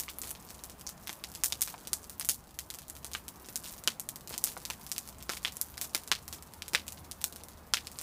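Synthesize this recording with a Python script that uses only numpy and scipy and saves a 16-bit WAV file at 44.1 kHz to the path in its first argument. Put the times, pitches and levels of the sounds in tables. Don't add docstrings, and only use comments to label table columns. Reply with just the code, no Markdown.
import sys
import numpy as np
from scipy import signal
from scipy.fft import rfft, irfft
from scipy.io import wavfile
from scipy.ndimage import uniform_filter1d

SR = 44100
rng = np.random.default_rng(int(sys.argv[2]) if len(sys.argv) > 2 else 0)


def transcribe(u):
    v = np.clip(np.atleast_2d(u).T, -1, 1)
    q = np.round(v * 32767).astype(np.int16)
    wavfile.write(sys.argv[1], SR, q)


N = 353682

# (time [s], direct level [dB], centre [Hz], spread [octaves], yard return re direct [dB])
SNAPS = [(0.0005, -9, 11200, 0.69, -1), (0.0358, -20.5, 9000, 0.93, -15), (0.0821, -27, 3530, 0.42, 10),
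         (0.093, -30.5, 10910, 1.1, 14), (0.1858, -14, 12700, 0.16, -5), (0.217, -13.5, 9350, 0.5, -1.5),
         (0.236, -19, 6760, 1.4, -1), (0.307, -14, 10200, 0.32, -7), (0.3125, -13.5, 11300, 0.19, -12),
         (0.867, -16.5, 6070, 0.16, 2.5), (1.073, -14.5, 7260, 1.1, -1.5), (1.0942, -13.5, 4230, 1.4, -3.5),
         (1.2397, -12.5, 5330, 0.79, -5), (1.351, -16.5, 7200, 0.7, -1.5), (1.437, 0, 10800, 0.48, 0.5),
         (1.4602, -5.5, 8900, 0.48, -7), (1.524, -6, 5700, 0.58, -6.5), (1.6093, -11, 9500, 0.38, -8),
         (1.6183, 0, 10300, 0.65, -2), (1.6758, -16.5, 8260, 1.4, 2), (1.7418, -16.5, 910, 0.32, -7),
         (1.9323, 0, 8160, 0.39, -8), (2.1977, -10, 11200, 0.18, -5), (2.211, -13, 5270, 1.03, -1.5),
         (2.2484, -10.5, 10600, 0.37, -3.5), (2.2894, 0, 9300, 0.63, 1), (2.5895, -10, 8600, 0.86, -6),
         (2.703, -14, 6800, 0.9, -5), (2.899, -15, 10300, 0.34, -6), (3.1345, -14.5, 6650, 0.52, -0.5),
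         (3.1505, -9, 2530, 0.39, -7.5), (3.487, -19.5, 3980, 1.2, -7), (3.5581, -6, 9700, 0.54, -3.5),
         (3.8756, 1, 4200, 0.78, -6.5), (3.9978, -9, 9250, 0.37, -7), (4.0897, -7.5, 10500, 0.69, -8.5),
         (4.309, -20.5, 300, 1.33, -15), (4.335, -26, 3250, 1.2, 10), (4.3793, -7, 9500, 0.59, -9.5),
         (4.4406, 1, 9400, 0.45, -6.5), (4.4675, -14.5, 9300, 0.93, 4), (4.568, -13.5, 850, 0.54, -11),
         (4.6526, -12.5, 7080, 0.66, -5), (4.7014, -9.5, 4640, 1.2, -2), (4.917, -7.5, 7800, 0.52, -4.5),
         (4.9636, -18, 5830, 0.8, -10), (4.9814, -6.5, 8500, 0.54, -7.5), (5.2938, -9.5, 2900, 1.24, 0.5),
         (5.3353, -15, 3480, 0.99, -10.5), (5.4493, -9.5, 3050, 0.87, 0), (5.474, -16, 3300, 0.28, 3),
         (5.569, -12.5, 9860, 0.28, -14), (5.6139, -2.5, 11600, 0.57, -8.5),
         (5.7733, -23.5, 8100, 1.2, 8.5), (5.814, -7, 10900, 0.71, -1), (5.9485, 0, 6800, 1.25, -5.5),
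         (6.1166, 2.5, 3270, 0.53, -3.5), (6.6218, -13, 4230, 0.54, -10), (6.7345, -12, 4600, 1.5, 0),
         (6.7491, 0.5, 2920, 0.51, -3), (6.881, -13, 7600, 0.6, -5.5), (7.1134, -15.5, 7250, 0.77, -2.5),
         (7.242, -1.3, 8900, 0.61, -8.5), (7.7374, 0.9, 4450, 0.54, -4.5), (7.771, -11, 3000, 0.46, -1),
         (7.871, -15, 5400, 0.57, -8), (7.988, -14, 7010, 0.49, -7)]
# (delay [ms], level [dB], smear [ms])
WALLS = [(5.83, -4.5, 1), (14., -15.5, 0.84), (17.5, -24, 0.92)]
# (time [s], level [dB])
LIVELY = [(0, 5), (.7, 6), (1, -1), (1.3, 3), (2.1, 5), (2.45, -3), (3.3, 1.5), (3.7, 9), (4.1, -10),
          (4.5, 3), (5.4, 4), (5.7, 4.5), (6.5, -2), (6.9, 5), (7.35, -2.5), (7.65, -2.5), (8.02, 8.5)]
LEAD = 128
SNAP_PHASE, THUMP_PHASE = 2.6, -0.9


def gain_of(db):
    return 10 ** (np.asarray(db) / 20)


def unit(x):
    return x / np.sqrt((x ** 2).sum(-1, keepdims=True) + 1e-30)


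def burst_colour(f, hz, octaves, skirt_db):
    away = np.log2(f / hz) / np.clip(octaves, 0.2, 2)
    bell = np.exp(-away ** 2 / 4) * np.sqrt(hz / f)
    skirt = gain_of(skirt_db) * f / (f + 47.0) / (1 + (f / (3.8 * hz)) ** 2)
    colour = bell + skirt
    return colour / np.sqrt((colour ** 2).mean(-1, keepdims=True))


def yard_tail(noise, lumps, ms, f):
    # (t60 before tapering [s], level [dB])
    decays = [(0.14, -4.5), (0.21, 0)]
    cross_hz, lump_db = 6330, 4.5
    debris = noise * gain_of(lump_db * lumps)
    debris = debris * np.clip(ms / 9.1, 0, 1) * np.sqrt(1 - ms / ms[-1])
    bass = 1 / (1 + (f / cross_hz) ** 2)
    tail = 0
    for share, (t60_s, db) in zip((bass, 1 - bass), decays):
        decay = gain_of(-60 * abs(ms) / 1000 / t60_s)
        tail = tail + gain_of(db) * share * rfft(unit(debris * decay))
    return tail


def bursts(rows, phase, size, skirt_db, splinter_ms=5.0, place_ms=0.111, place_db=0.0, smear_db=-1.5):
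    rip_cycles, rip_longest_ms, jerks_db, splinter_db = 3, 0.5, -5.5, -5.5
    s, direct_db, hz, octaves, back_db = np.transpose(rows)[:, :, None]
    ms = (np.arange(size) - LEAD) * 1000 / SR
    f = np.fft.rfftfreq(size, 1 / SR) + 1
    noise = rng.standard_normal((len(rows), 2, size))
    place = rng.standard_normal((len(rows), len(WALLS), 2, 1))
    lumps = rng.standard_normal((len(rows), size // 64)).repeat(64, axis=1)

    pulse = np.exp(1j * phase - 2j * np.pi * f * LEAD / SR)
    rip_ms = np.minimum(1000 * rip_cycles / hz, rip_longest_ms)
    jerks = unit(noise[:, 1] ** 3 * (ms > 0) * np.exp(-abs(ms) / rip_ms))
    pulse = (pulse + gain_of(jerks_db) * rfft(jerks)) / np.hypot(1, gain_of(jerks_db))
    splinter = unit(noise[:, 0] * (ms > 0) * np.exp(-abs(ms) / splinter_ms))
    direct = pulse + gain_of(splinter_db) * rfft(splinter)

    sharp = smeared = 0
    for k, (delay_ms, db, smear_ms) in enumerate(WALLS):
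        delay_ms = delay_ms + place_ms * place[:, k, 0]
        gain = gain_of(db + place_db * place[:, k, 1])
        sharp = sharp + gain * np.exp(-2j * np.pi * f * delay_ms / 1000)
        smear = (ms > delay_ms) * np.exp(-abs(ms - delay_ms) / smear_ms)
        smeared = smeared + gain * unit(noise[:, 0] * smear)
    back = sharp * direct + gain_of(smear_db) * rfft(smeared)
    back = back + yard_tail(noise[:, 1], lumps, ms, f)

    spectrum = gain_of(direct_db) * direct + gain_of(back_db) * back
    sounds = irfft(spectrum * burst_colour(f, hz, octaves, skirt_db))
    out = np.zeros(N + size + LEAD)
    for at, sound in zip(np.round(s[:, 0] * SR).astype(int), sounds):
        out[at:at + size] += sound
    return out[LEAD:LEAD + N]


def roar(level_db=-53.5, patchy_db=1.6, follow=0.26):
    # (frequency [Hz], relative density [dB per Hz])
    spectrum = [(22, -47), (36, -13), (52, 6.5), (115, -0.5), (185, 1.5), (413, -6), (1050, -4.5),
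                (1450, -11), (2000, -17), (3400, -22.5), (7600, -25.5), (13600, -25), (15400, -19.5)]
    # (time [s], level [dB])
    swell = [(1.9, -1.84), (2.5, -6), (3.3, -2)]
    hop, frames = 512, N // 512 + 5
    hz = np.fft.rfftfreq(2048, 1 / SR)
    frame_s = np.arange(frames) * hop / SR
    real, imag, patches = rng.standard_normal((frames, 1025, 3)).T
    patches = uniform_filter1d(uniform_filter1d(patches, size=7, axis=0), size=8, axis=1)
    f, db = np.transpose(spectrum)
    field_db = np.interp(np.log(hz + 1), np.log(f + 1), db)[:, None]
    field_db = field_db + patchy_db * patches / patches.std()
    hiss_share = 1 / (1 + (1800.0 / (hz[:, None] + 1)) ** 4)
    field_db = field_db + follow * hiss_share * np.interp(frame_s, *np.transpose(LIVELY))
    middle = np.exp(-np.log2((hz[:, None] + 1) / 1070.0) ** 2 / 6.3)
    field_db = field_db + middle * np.interp(frame_s, *np.transpose(swell))
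    x = signal.istft((real + 1j * imag) * gain_of(field_db), nperseg=2048, noverlap=1536)[1][:N]
    return gain_of(level_db) * x / x.std()


def hum(flutter_db=2.2, wander_hz=2.07):
    # (time [s], mean frequency [Hz], mean level [dB rms])
    course = [(0, 63, -65.5), (3.1, 66, -62), (3.9, 58.4, -70), (5.3, 65, -61), (6., 77, -64.5),
              (7.3, 79.5, -56.5), (8.02, 78.6, -60)]
    s, hz, db = np.transpose(course)
    t = np.arange(N) / SR
    knots_s = np.arange(100) * 0.074
    flutter, wander = (np.interp(t, knots_s, v) for v in rng.standard_normal((100, 2)).T)
    turns = np.cumsum(np.interp(t, s, hz) + wander_hz * wander) / SR
    level = gain_of(np.interp(t, s, db) + flutter_db * flutter)
    return np.sqrt(2) * level * np.sin(2 * np.pi * turns)


def crackle(count=800, level_db=-46.5, spread_db=7.5, low_hz=3130.0, high_hz=17300.0):
    when, size, pitch, shade, width = rng.random((count, 5)).T
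    s = when * N / SR
    db = np.interp(s, *np.transpose(LIVELY)) + level_db
    db = db - spread_db * np.log(np.maximum(size, 0.16))
    hz = low_hz * (high_hz / low_hz) ** np.sqrt(pitch)
    rows = np.c_[s, db, hz, 0.2 + 0.6 * width, db + 1 - 8 * shade]
    return bursts(rows, SNAP_PHASE, size=2048, skirt_db=-9.0)


def snaps():
    s, db, hz, spread, back_db = np.transpose(SNAPS)
    return bursts(np.c_[s, db, hz, spread, db + back_db], SNAP_PHASE, size=7168, skirt_db=-11.0)


def thumps(octaves=0.52, back_db=-6.0):
    level_db, db_per_spread, db_per_pitch = -34.5, 16, -9
    centre_hz, scatter_octaves = 362, 0.15
    s, db, hz, spread, _ = np.transpose(SNAPS)
    db = db + level_db + db_per_spread * spread + db_per_pitch * np.log2(np.maximum(hz, 2000.0) / 5000)
    hz = centre_hz * 2 ** (scatter_octaves * rng.standard_normal(len(s)))
    rows = np.c_[s, db, hz, octaves + 0 * s, db + back_db]
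    return bursts(rows, THUMP_PHASE, size=4096, skirt_db=-58)


def knocks(ring_cycles=21):
    # (time [s], pitch [Hz], peak level [dB])
    splits = [(0.0824, 1160, -39), (.0817, 2160, -31), (1.5234, 3640, -18), (1.7413, 2380, -38),
              (3.15, 1260, -31), (3.15, 2000, -45), (3.8761, 2180, -41), (3.8756, 3040, -13),
              (4.7017, 905, -37.5), (5.2937, 1350, -25), (5.4495, 3420, -14), (6.116, 1040, -28),
              (6.1166, 2650, -16), (6.7495, 4100, -15), (7.737, 1400, -23.5), (7.7378, 3270, -20)]
    t, out = np.arange(1024) / SR, np.zeros(N + SR)
    for s, hz, db in splits:
        for delay_ms, path_db, _ in [(0.0042, 0, 0)] + WALLS:
            at = round((s + delay_ms / 1000) * SR)
            envelope = gain_of(db + path_db - 60 * hz * t / ring_cycles)
            out[at:at + len(t)] += envelope * np.sin(2 * np.pi * hz * t)
    return out[:N]


def sizzle(count=16, spread_db=3.5, scatter_octaves=0.96):
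    # (start [s], length [s], base level [dB], centre [Hz])
    runs = [(0.232, 0.08, -31, 9050), (3.636, 0.11, -28.5, 8300), (4.297, 0.074, -30, 7000),
            (4.47, 0.067, -29, 8800), (5.318, 0.07, -26, 5500), (5.823, 0.032, -27, 10000),
            (6.327, 0.025, -30.5, 10000)]
    start, length, db, hz = np.transpose(runs)[:, :, None]
    when, size, pitch = np.moveaxis(rng.random((len(runs), count, 3)), 2, 0)
    s = (start + length * when ** 1.3).ravel()
    db = (db - spread_db * np.log(size + 0.11)).ravel()
    hz = (hz * 2 ** (scatter_octaves * (2 * pitch - 1))).ravel()
    return bursts(np.c_[s, db, hz, 0.6 + 0 * s, db - 6.0], SNAP_PHASE, size=2048, skirt_db=0.0)


def ticks(centre_hz=9700.0, scatter_octaves=0.14, back_db=-4.5):
    # (time [s], direct level [dB])
    twigs = [(0.2738, -18), (0.293, -18.5), (.5052, -21), (.6379, -15.5), (0.698, -21.5), (0.8117, -23.5),
             (0.8918, -16), (1.1292, -18), (1.3178, -23.5), (1.3399, -27), (1.503, -25), (1.7019, -18.5),
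             (1.873, -14.5), (2.0428, -24.5), (2.0971, -17.5), (2.509, -32), (2.6056, -22), (2.740, -20.5),
             (2.747, -19.5), (2.7878, -19), (2.8197, -28), (2.8823, -24), (2.953, -25.5), (2.966, -23),
             (3.046, -14.5), (3.066, -21.5), (3.116, -23), (3.282, -15), (3.8385, -19), (4.159, -16.5),
             (4.209, -26), (4.2747, -18.5), (4.2941, -17), (4.5758, -21), (4.8657, -18.5), (4.8923, -25),
             (5.055, -29), (5.076, -21.5), (5.089, -20), (5.226, -19.5), (5.322, -24), (5.4305, -22),
             (5.5227, -20.5), (5.686, -29), (6.0357, -25), (6.0767, -17.5), (6.2554, -37), (6.28, -15.5),
             (6.315, -33), (6.3275, -15.5), (6.425, -22.5), (6.537, -22.5), (6.6815, -16), (6.8678, -28),
             (6.923, -17.5), (7.2155, -17), (7.3255, -21), (7.3608, -18), (7.4364, -21), (7.4855, -23.5),
             (7.9166, -22.5), (8.0136, -15.5)]
    s, db = np.transpose(twigs)
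    hz = centre_hz * 2 ** (scatter_octaves * rng.standard_normal(len(s)))
    return bursts(np.c_[s, db, hz, 0.6 + 0 * s, db + back_db], SNAP_PHASE, size=4096, skirt_db=-2.0)


def scene():
    fire = snaps() + thumps() + knocks() + ticks() + crackle() + sizzle()
    return (fire + roar() + hum())[None]


def record(dry, edge_hz=15450):
    lowpass = signal.firwin(255, edge_hz, window=("kaiser", 9), fs=SR)
    return signal.oaconvolve(dry, lowpass[None], "same")


dry = scene()
out = record(dry)
transcribe(out)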